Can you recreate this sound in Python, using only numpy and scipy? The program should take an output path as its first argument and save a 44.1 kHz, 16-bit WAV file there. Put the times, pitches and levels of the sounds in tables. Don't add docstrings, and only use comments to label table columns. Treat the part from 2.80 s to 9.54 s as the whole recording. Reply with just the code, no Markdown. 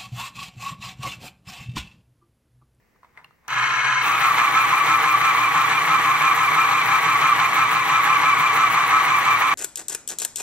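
import sys
import numpy as np
from scipy import signal
from scipy.fft import rfft, irfft, next_fast_len
from scipy.io import wavfile
from scipy.ndimage import uniform_filter1d, map_coordinates

SR = 44100
rng = np.random.default_rng(int(sys.argv[2]) if len(sys.argv) > 2 else 0)


def nominal_scale(level):
    x = np.asarray(level, float) / 20
    return 10 ** x


def digitize_waveform(pressure):
    field = np.atleast_2d(pressure).T
    bounded = np.clip(field, -1, 1)
    quanta = np.round(bounded * 32767).astype(np.int16)
    wavfile.write(sys.argv[1], SR, quanta)


N = 297262
T = np.arange(N) / SR

# (frequency [Hz], level [dB per Hz])
QUIET_COLOUR = [(24, -9), (60, 4), (120, -5), (249, -3.5), (305, -8), (503, -4.5), (556, -11), (1210, -11),
                (1340, -17), (1900, -7.5), (3470, -26), (5500, -24), (9220, -30), (16000, -26)]
# (frequency [Hz], time to fall 60 dB [s])
ROOM_DECAY = [(200, 0.07), (2000, 0.75), (10000, 0.023)]
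# (frequency [Hz], likeness [0-1])
ALIKENESS = [(60, 1), (100, 0.9), (180, 0.96), (310, 0.99), (550, 0.99), (950, 0.92), (1650, 0.66),
             (2860, 0.72), (4970, 1), (8640, 0.18), (15000, 0.31)]
# (frequency [Hz], level difference [dB])
LEFT_OVER_RIGHT = [(60, 0.5), (92, 0.5), (140, 0.5), (210, 1.0), (330, -1.0), (500, -3.0), (770, -0.5),
                   (1170, -0.5), (1790, 2.0), (2740, 1.5), (4190, 0.5), (6410, -0.5), (9810, 8.0),
                   (15000, 8.0)]
# (frequency [Hz], lead [radians])
LEFT_LEAD = [(0, 0), (1380, 0.2), (2410, -1.4), (2670, 0.2), (3620, -2.3), (3880, -1.7), (6200, -1.6),
             (7150, -4.0), (7410, -1.7), (11900, -8.5), (13000, -8.3), (16200, -10.7)]

# (loudest at [s], level [dB])
PENCIL_SLIDES = [
    (.15, -72),
    (.255, -61),
    (.38, -50),
    (.46, -69),
    (.655, -58),
]
# (time [s], peak [dB], ring [Hz], tick [dB])
PENCIL_KNOCKS = [
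    (0.16, -53, 1210, -14),
    (0.232, -40, 1020, -20),
    (0.246, -40.5, 1060, -19),
    (0.375, -32.5, 2060, -25),
    (0.389, -43, 1260, -14),
    (0.404, -47, 1200, -14),
    (0.445, -35.5, 2760, -5),
    (0.509, -46, 1230, -13),
    (0.681, -34, 1190, 10.5),
    (0.716, -22, 980, -20),
]
# (frequency [Hz], level [dB per Hz])
MOUTH_COLOUR = [(240, -59), (400, -17), (996, 4.5), (1630, -3), (2150, 0), (2940, -21), (3620, -12),
                (4170, -24), (4820, -25), (9000, -28), (11700, -72), (19800, -120)]

# (time [s], load [0-1])
CUTTER_LOAD = [
    (0, 0.4),
    (1.2, 0.04),
    (1.27, 1),
    (6.74, 0.99),
]
# (time [s], level [dB])
HAND_PUSH = [(1.2, -1), (1.5, -6), (2, -1), (3, 0.5), (4, -0.5), (5, -0.5), (6, -0.8), (6.74, -4)]
# (time [s], lead [turns])
CUTTER_LEAD = [(.68, .21), (1.3, .22), (2, .22), (3, .21), (4, .18), (5, .13), (6, .05), (6.74, -.03)]
# (time [s], lead [cycles])
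ROTOR_LEAD = [(.68, -10.7), (.84, -9.3), (1.25, -2.1), (1.32, -1.45), (1.5, -.58), (1.7, -.12), (2.1, .3),
              (2.9, .7), (3.8, 2.2), (4.3, 2.05), (4.7, 2.44), (5.9, 1.04), (6.74, .85)]

# (frequency [Hz], width [Hz], level [dB])
FREE_RESONANCES = [(1060, 31, 2.5), (1300, 30, 2), (1676, 120, 0.5), (2180, 25, 7.5), (2460, 150, -6.5),
                   (3100, 104, -8), (3950, 70, -10.5), (4630, 200, -22), (5480, 140, -23), (6230, 230, -16),
                   (7200, 110, -24), (7460, 120, -28), (7800, 120, -48), (8050, 53, -24)]
# (frequency [Hz], width [Hz], level [dB])
CUT_RESONANCES = [(801, 29, -6), (1200, 110, -4.5), (1410, 56, -16.5), (1690, 20, -9), (2260, 250, -9),
                  (2650, 46, -26)]
# (frequency [Hz], width [Hz], level [dB])
UPPER_RESONANCES = [(3800, 32, -3), (4700, 98, -5), (5530, 71, 0), (6380, 380, 5.5), (7840, 100, 2),
                    (7250, 110, 4), (8360, 110, -4)]
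# (frequency [Hz], level [dB per Hz])
BODY_COLOUR = [(24, -77), (40, -70), (133, -18), (234, -23), (307, -20.5), (593, -21), (796, -10),
               (1170, -4), (1440, -7.5), (2310, -9.5), (2650, -15.5), (3890, -17.5), (4500, -25.5),
               (4950, -31.5), (5400, -27.5), (6260, -26), (9000, -37), (11700, -61), (19800, -120)]
# (frequency [Hz], level [dB])
IDLE_TONES = [(1023, -34.5), (1163, -38), (1256, -33), (1360, -34), (1464, -37), (1520, -45), (1600, -34.5),
              (1678, -33.5), (2505, -42), (2650, -49), (3200, -44), (2170, -39)]

# (time [s], rate [Hz])
MESH_RATE = [(1.2, 1290), (1.27, 1262), (1.36, 1255), (1.41, 1200), (1.6, 1160), (4, 1155), (6.74, 1146)]
# (multiple of the mesh rate, offset [Hz], level [dB], swell each turn [dB], top at [turns],
# swell each shaft turn [dB], top at [shaft turns])
GEAR_TONES = [(1, 0, -4.5, 2.2, .2, 6, .6), (1, -118, -6.5, 4.5, .97, 2, .1),
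              (1, 122, -6, 4.5, .98, .6, .1), (2, 0, -8, 3, .15, 4, .4), (2, -225, -15, 5, .52, 3, .6),
              (2, -330, -17.5, 5, .4, 5, .6), (2, 140, -16, 5, .9, 3, .6), (2, 260, -22, 6, .95, 1.5, .6),
              (0, 2150, -13.5, 3, .8, 4.5, .75), (0, 1690, -16, 3, .8, 3, .6), (3, 0, -25, 3, .7, 3, .4)]
# (frequency [Hz], width [Hz], lift [dB])
GEAR_LIFTS = [(1056, 26, 4), (1158, 30, 5.5), (1296, 24, 4.5), (2300, 30, 4), (2380, 30, 4)]
# (frequency [Hz], level [dB], swell each turn [dB], top at [turns])
FLUTE_TONES = [(153, -2.5, 4.5, .78), (302, -2, 2.5, .9), (348, -10, 2.5, .25), (455, -4.5, 4, .58),
               (80, -20, 1.5, .3)]

# (frequency [Hz], level [dB per Hz])
FREE_HISS = [(5120, -30), (8700, 4), (10100, -13), (13300, -7), (13700, -17), (16000, -21)]
# (frequency [Hz], level [dB per Hz])
BLUNT_HISS = [(5120, -25), (8700, -7), (9830, -11.5), (10800, -1), (11500, 0), (12500, -6), (13900, -10),
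              (15100, 3.5), (16000, -5)]
# (frequency [Hz], level [dB per Hz])
CONE_HISS = [(4710, -31), (8000, 4.5), (8650, -27), (9860, -3), (10300, -4), (10650, 6), (11100, 0.5),
             (12200, 1), (13200, 2.5), (14000, -5), (15100, 3), (16000, -3)]
# (frequency [Hz], level [dB per Hz])
SCRAPE_COLOUR = [(5000, -18), (9000, -10), (10100, -10), (10700, 3), (11600, -3), (13800, -8), (15000, 7),
                 (16000, 1)]
# (time [s], level over the hiss [dB])
POINT_SCRAPES = [(1.27, 0), (1.41, -12), (1.83, -1), (4.06, -2), (4.22, -3), (4.38, -5), (4.58, -7),
                 (4.75, -1), (4.93, 1), (5.08, 0), (5.24, 3), (5.39, -7), (5.6, 4), (5.76, 4), (5.93, 2),
                 (6.09, 3), (6.24, 1), (6.39, 3), (6.53, 1), (6.6, 3), (6.69, -3)]

TURN_HZ, MAINS_HZ = 6, 120
SHAFT = 5
START_S = 0.68


def unit(x):
    return x / np.sqrt(np.mean(x ** 2) + 1e-20)


def along(points, hz):
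    f, v = np.transpose(points)
    return np.interp(np.log(hz + 1), np.log(f + 1), v)


def over_time(points):
    return np.interp(T, *np.transpose(points))


def ramp(t0, t1):
    return np.clip((T - t0) / (t1 - t0), 0, 1)


def wobble(rate, size=N):
    coarse = T[:size + 64:64]
    knots = rng.standard_normal(int(N * rate / SR) + 4)
    return np.interp(T[:size], coarse, map_coordinates(knots, [coarse * rate]))


def bumps(events, length_s):
    coarse = T[::64]
    bells = sum(nominal_scale(db) * np.exp(-((coarse - s) / length_s) ** 2) for s, db in events)
    return np.interp(T, coarse, bells)


def swell(turns, db, top):
    return nominal_scale(db * np.cos(2 * np.pi * (turns - top)))


def tone_phase(hz):
    return 2 * np.pi * np.cumsum(hz) / SR


def grit(spread_db):
    return unit(rng.standard_normal(N) * nominal_scale(spread_db * np.minimum(rng.standard_exponential(N), 5.5)))


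def filtered(x, response):
    m = next_fast_len(N + SR // 8)
    return irfft(rfft(x, m) * response(np.fft.rfftfreq(m, 1 / SR)), m)[..., :N]


def coloured(x, points):
    return filtered(x, lambda f: nominal_scale(along(points, f)))


def modes(peaks):
    def response(f):
        total = 0
        for k, (c, width, db) in enumerate(peaks):
            total = total + (-1) ** k * nominal_scale(db) * 1j * f * width / (c * c - f * f + 1j * f * width)
        return total
    return response


def quiet_room():
    a, b = coloured(rng.standard_normal((2, N)), QUIET_COLOUR)
    return nominal_scale(-64.5) * unit(np.array([a + 0.55 * b, a - 0.6 * b]))


def pencil():
    ticks, puffs = np.zeros(N + SR), np.zeros(N + SR)
    t = np.arange(SR // 5) / SR
    for s, db, hz, tick_db in PENCIL_KNOCKS:
        tick_hz = 4180 if s < START_S else 6000
        tick, puff = rng.standard_normal((2, len(t)))
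        ring = nominal_scale(-0.5 - 60 * t / 0.023) * np.sin(2 * np.pi * hz * t)
        click = np.diff(tick, prepend=0) + 2.9 * np.sin(2 * np.pi * tick_hz * t)
        click = nominal_scale(tick_db - 13 - 60 * t / 0.012) * click
        start = round(s * SR)
        ticks[start:][:len(t)] += nominal_scale(db) * (ring + click)
        puffs[start:][:len(t)] += nominal_scale(db - 2 - 60 * t / 0.06) * puff
    rise, fall = 480, 210
    slide = sum(nominal_scale(db - np.where(T < s, rise, fall) * abs(T - s)) for s, db in PENCIL_SLIDES)
    puffs = puffs[:N] + slide * nominal_scale(11.0) * (T < 0.69) * grit(spread_db=4)
    ticks = signal.sosfilt(signal.butter(2, 500, 'high', fs=SR, output='sos'), ticks[:N])
    return ticks + coloured(puffs, MOUTH_COLOUR)


def hand():
    rumble = unit(filtered(rng.standard_normal(N), modes([(141, 30, 0)])))
    return nominal_scale(-69) * np.exp(-((T - 0.44) / 0.14) ** 2) * rumble


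def hum(load, push_db):
    free_db, cut_db = -43.6, -50
    lead = uniform_filter1d(over_time(ROTOR_LEAD), size=2000)
    rotor_db = free_db + (cut_db - free_db) * load - 3 * (1 - ramp(START_S, 0.73)) + 1.5 * wobble(9)
    rotor = nominal_scale(rotor_db) * np.cos(2 * np.pi * (115.5 * T + lead))
    mains_db = -47.6 + 0.33 * push_db - 3.5 * (1 - load)
    mains = nominal_scale(mains_db) * np.cos(2 * np.pi * (119.925 * T - 0.11))
    return ramp(START_S, START_S + 0.02) * (rotor + mains)


def idle():
    n = int(1.3 * SR)
    tones = 0
    for hz, db in IDLE_TONES:
        gain = nominal_scale(db + 2.5 * wobble(20, size=n))
        tones = tones + gain * np.sin(tone_phase(hz + 6 * wobble(40, size=n)))
    return np.pad(unit(tones), (0, N - n))


def free_rattle(teeth):
    rattle = unit(filtered(grit(spread_db=2.5) * teeth, modes(FREE_RESONANCES)))
    return nominal_scale(-3.0) * rattle + nominal_scale(-5.5) * idle()


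def body_rattle(teeth, load, turn):
    jolt_db = 2 * np.exp(-((turn % 1 - 0.713) / 0.078) ** 2)
    broad = unit(coloured(grit(spread_db=2.5) * teeth, BODY_COLOUR))
    broad = nominal_scale(load * jolt_db - 4.5) * swell(turn, 0.5 * load, 0.97) * broad
    low = filtered(broad, lambda f: 1 / (1 + (f / 650) ** 4))
    low_db = -6 * (1 - load) + load * (1.16 * wobble(13) - 1.5)
    return broad + low * (nominal_scale(low_db) * swell(turn, 2.6 * load, 0.52) - 1)


def cutting_rattle(teeth, turn):
    ring = unit(filtered(grit(spread_db=1.0) * teeth, modes(CUT_RESONANCES)))
    upper = unit(filtered(grit(spread_db=4) * teeth, modes(UPPER_RESONANCES)))
    return nominal_scale(-10) * swell(turn, 4.26, 0.72) * ring + nominal_scale(-26) * swell(turn, 2.5, 0.9) * upper


def whine(turn):
    bite_hz = 33 * np.cos(2 * np.pi * (turn - 0.04)) + 5 * wobble(12)
    mesh_hz = over_time(MESH_RATE) + bite_hz * ramp(1.35, 1.35 + 0.1534)
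    out = 0
    for multiple, offset_hz, db, turn_db, top, shaft_db, shaft_top in GEAR_TONES:
        hz = multiple * mesh_hz + offset_hz + (4 if multiple else 11) * wobble(60)
        lift_db = -4
        for c, width, top_db in GEAR_LIFTS:
            if abs(c - hz.mean()) < 200:
                lift_db = lift_db + top_db * np.exp(-((hz - c) / width) ** 2)
        gain = swell(turn, turn_db, top) * swell(SHAFT * turn, shaft_db, shaft_top)
        if multiple == 1 and offset_hz > 0:
            gain = gain * swell(turn / 2, 3, 0.52)
        level_db = db + lift_db + 1.1 * wobble(5) + 2 * wobble(45)
        out = out + nominal_scale(level_db) * gain * np.sin(tone_phase(hz))
    return out


def chatter(turn):
    out = 0
    for hz, db, turn_db, top in FLUTE_TONES:
        phase = tone_phase(hz * (1 + 0.025 * wobble(30)))
        gain = swell(turn, turn_db, top) * swell(2 * turn, 2.8, 2 * top)
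        out = out + nominal_scale(db + 1.5 * wobble(9) + 2.2 * wobble(30)) * gain * np.sin(phase)
    return out


def shaving(load, turn):
    worn, cone = ramp(3.8, 5.5), ramp(2.5, 2.9)
    bite_db = 2 * (1 - 0.5 * worn) * np.cos(4 * np.pi * (turn - 0.1))
    fibres = grit(spread_db=4.0) * nominal_scale(0.65 * wobble(30) + 0.49 * wobble(150))
    colours = (FREE_HISS, BLUNT_HISS, CONE_HISS, SCRAPE_COLOUR)
    free, blunt, even, bright = [unit(coloured(fibres, c)) for c in colours]
    bites = nominal_scale(bite_db - 3 * worn) * ((1 - cone) * blunt + cone * even)
    scrapes = bumps(POINT_SCRAPES, length_s=0.019) * bright
    return nominal_scale(-69) * free + nominal_scale(-41.5) * load * (bites + scrapes)


def machine():
    push_db = over_time(HAND_PUSH)
    load = np.clip(over_time(CUTTER_LOAD), 0, 1)
    turn = TURN_HZ * T + over_time(CUTTER_LEAD)
    teeth = swell(SHAFT * turn, 0.12, 0.49) * swell(MAINS_HZ * T, 0.64, 0.094) * nominal_scale(0.81 * wobble(60))
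    free = free_rattle(teeth)
    cutting = cutting_rattle(teeth, turn) + whine(turn)
    broad = body_rattle(teeth, load, turn)

    free_db, cut_db = -19.5, -18
    first_bite_db = 0.56 * np.exp(-((T - 1.52) / 0.44) ** 2)
    spin_up_db = -11 * (1 - ramp(START_S, START_S + 0.05))
    case_db = free_db + (cut_db - free_db) * load + first_bite_db + 0.033 * push_db + spin_up_db
    case = (1 - load) * free + load * cutting + (0.68 + 0.24 * load) * broad
    case = swell(turn / 2, 0.26 * load, 0.57) * nominal_scale(case_db) * case

    free_db, cut_db = -58, -43.5
    flutes = nominal_scale(free_db + (cut_db - free_db + push_db) * load) * chatter(turn)
    return (T > START_S) * (case + flutes + hum(load, push_db) + shaving(load, turn))


def placed(x):
    z = signal.stft(x, nperseg=256)[2]
    drift = np.cumsum(1.2 * rng.standard_normal(z.shape), axis=1)
    scattered = signal.istft(z * np.exp(1j * drift), nperseg=256)[1][:N]
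    scattered = unit(scattered) * np.std(x)

    def spread(f):
        angle = np.arccos(np.clip(along(ALIKENESS, f), 0, 1)) / 2
        return np.array([np.cos(angle), np.sin(angle)])

    def sides(f):
        half = nominal_scale(along(LEFT_OVER_RIGHT, f) / 2) * np.exp(0.5j * along(LEFT_LEAD, f))
        return np.array([half, 1 / half])

    mid, side = filtered(np.array([x, scattered]), spread)
    return filtered(np.array([mid + side, mid - side]), sides)


def tail(seconds):
    noise = rng.standard_normal((2, int(seconds * SR)))
    hz, t, z = signal.stft(noise, SR, nperseg=256)
    h = signal.istft(z * nominal_scale(-60 * t / along(ROOM_DECAY, hz)[:, None]), SR, nperseg=256)[1]
    return h / np.linalg.norm(h[0])


def scene():
    quiet = quiet_room()
    near = placed(pencil() + hand() + machine())
    delayed = np.pad(near, ((0, 0), (300, 0)))
    room = signal.fftconvolve(delayed, tail(0.4), axes=1)[:, :N]
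    return near + nominal_scale(-19) * room + quiet


def band_limit(x):
    return signal.sosfilt(signal.butter(12, 16620, fs=SR, output="sos"), x)


def record(dry):
    limited = filtered(dry, lambda f: f < 15760)
    return band_limit(limited)


dry = scene()
out = record(dry)
digitize_waveform(out)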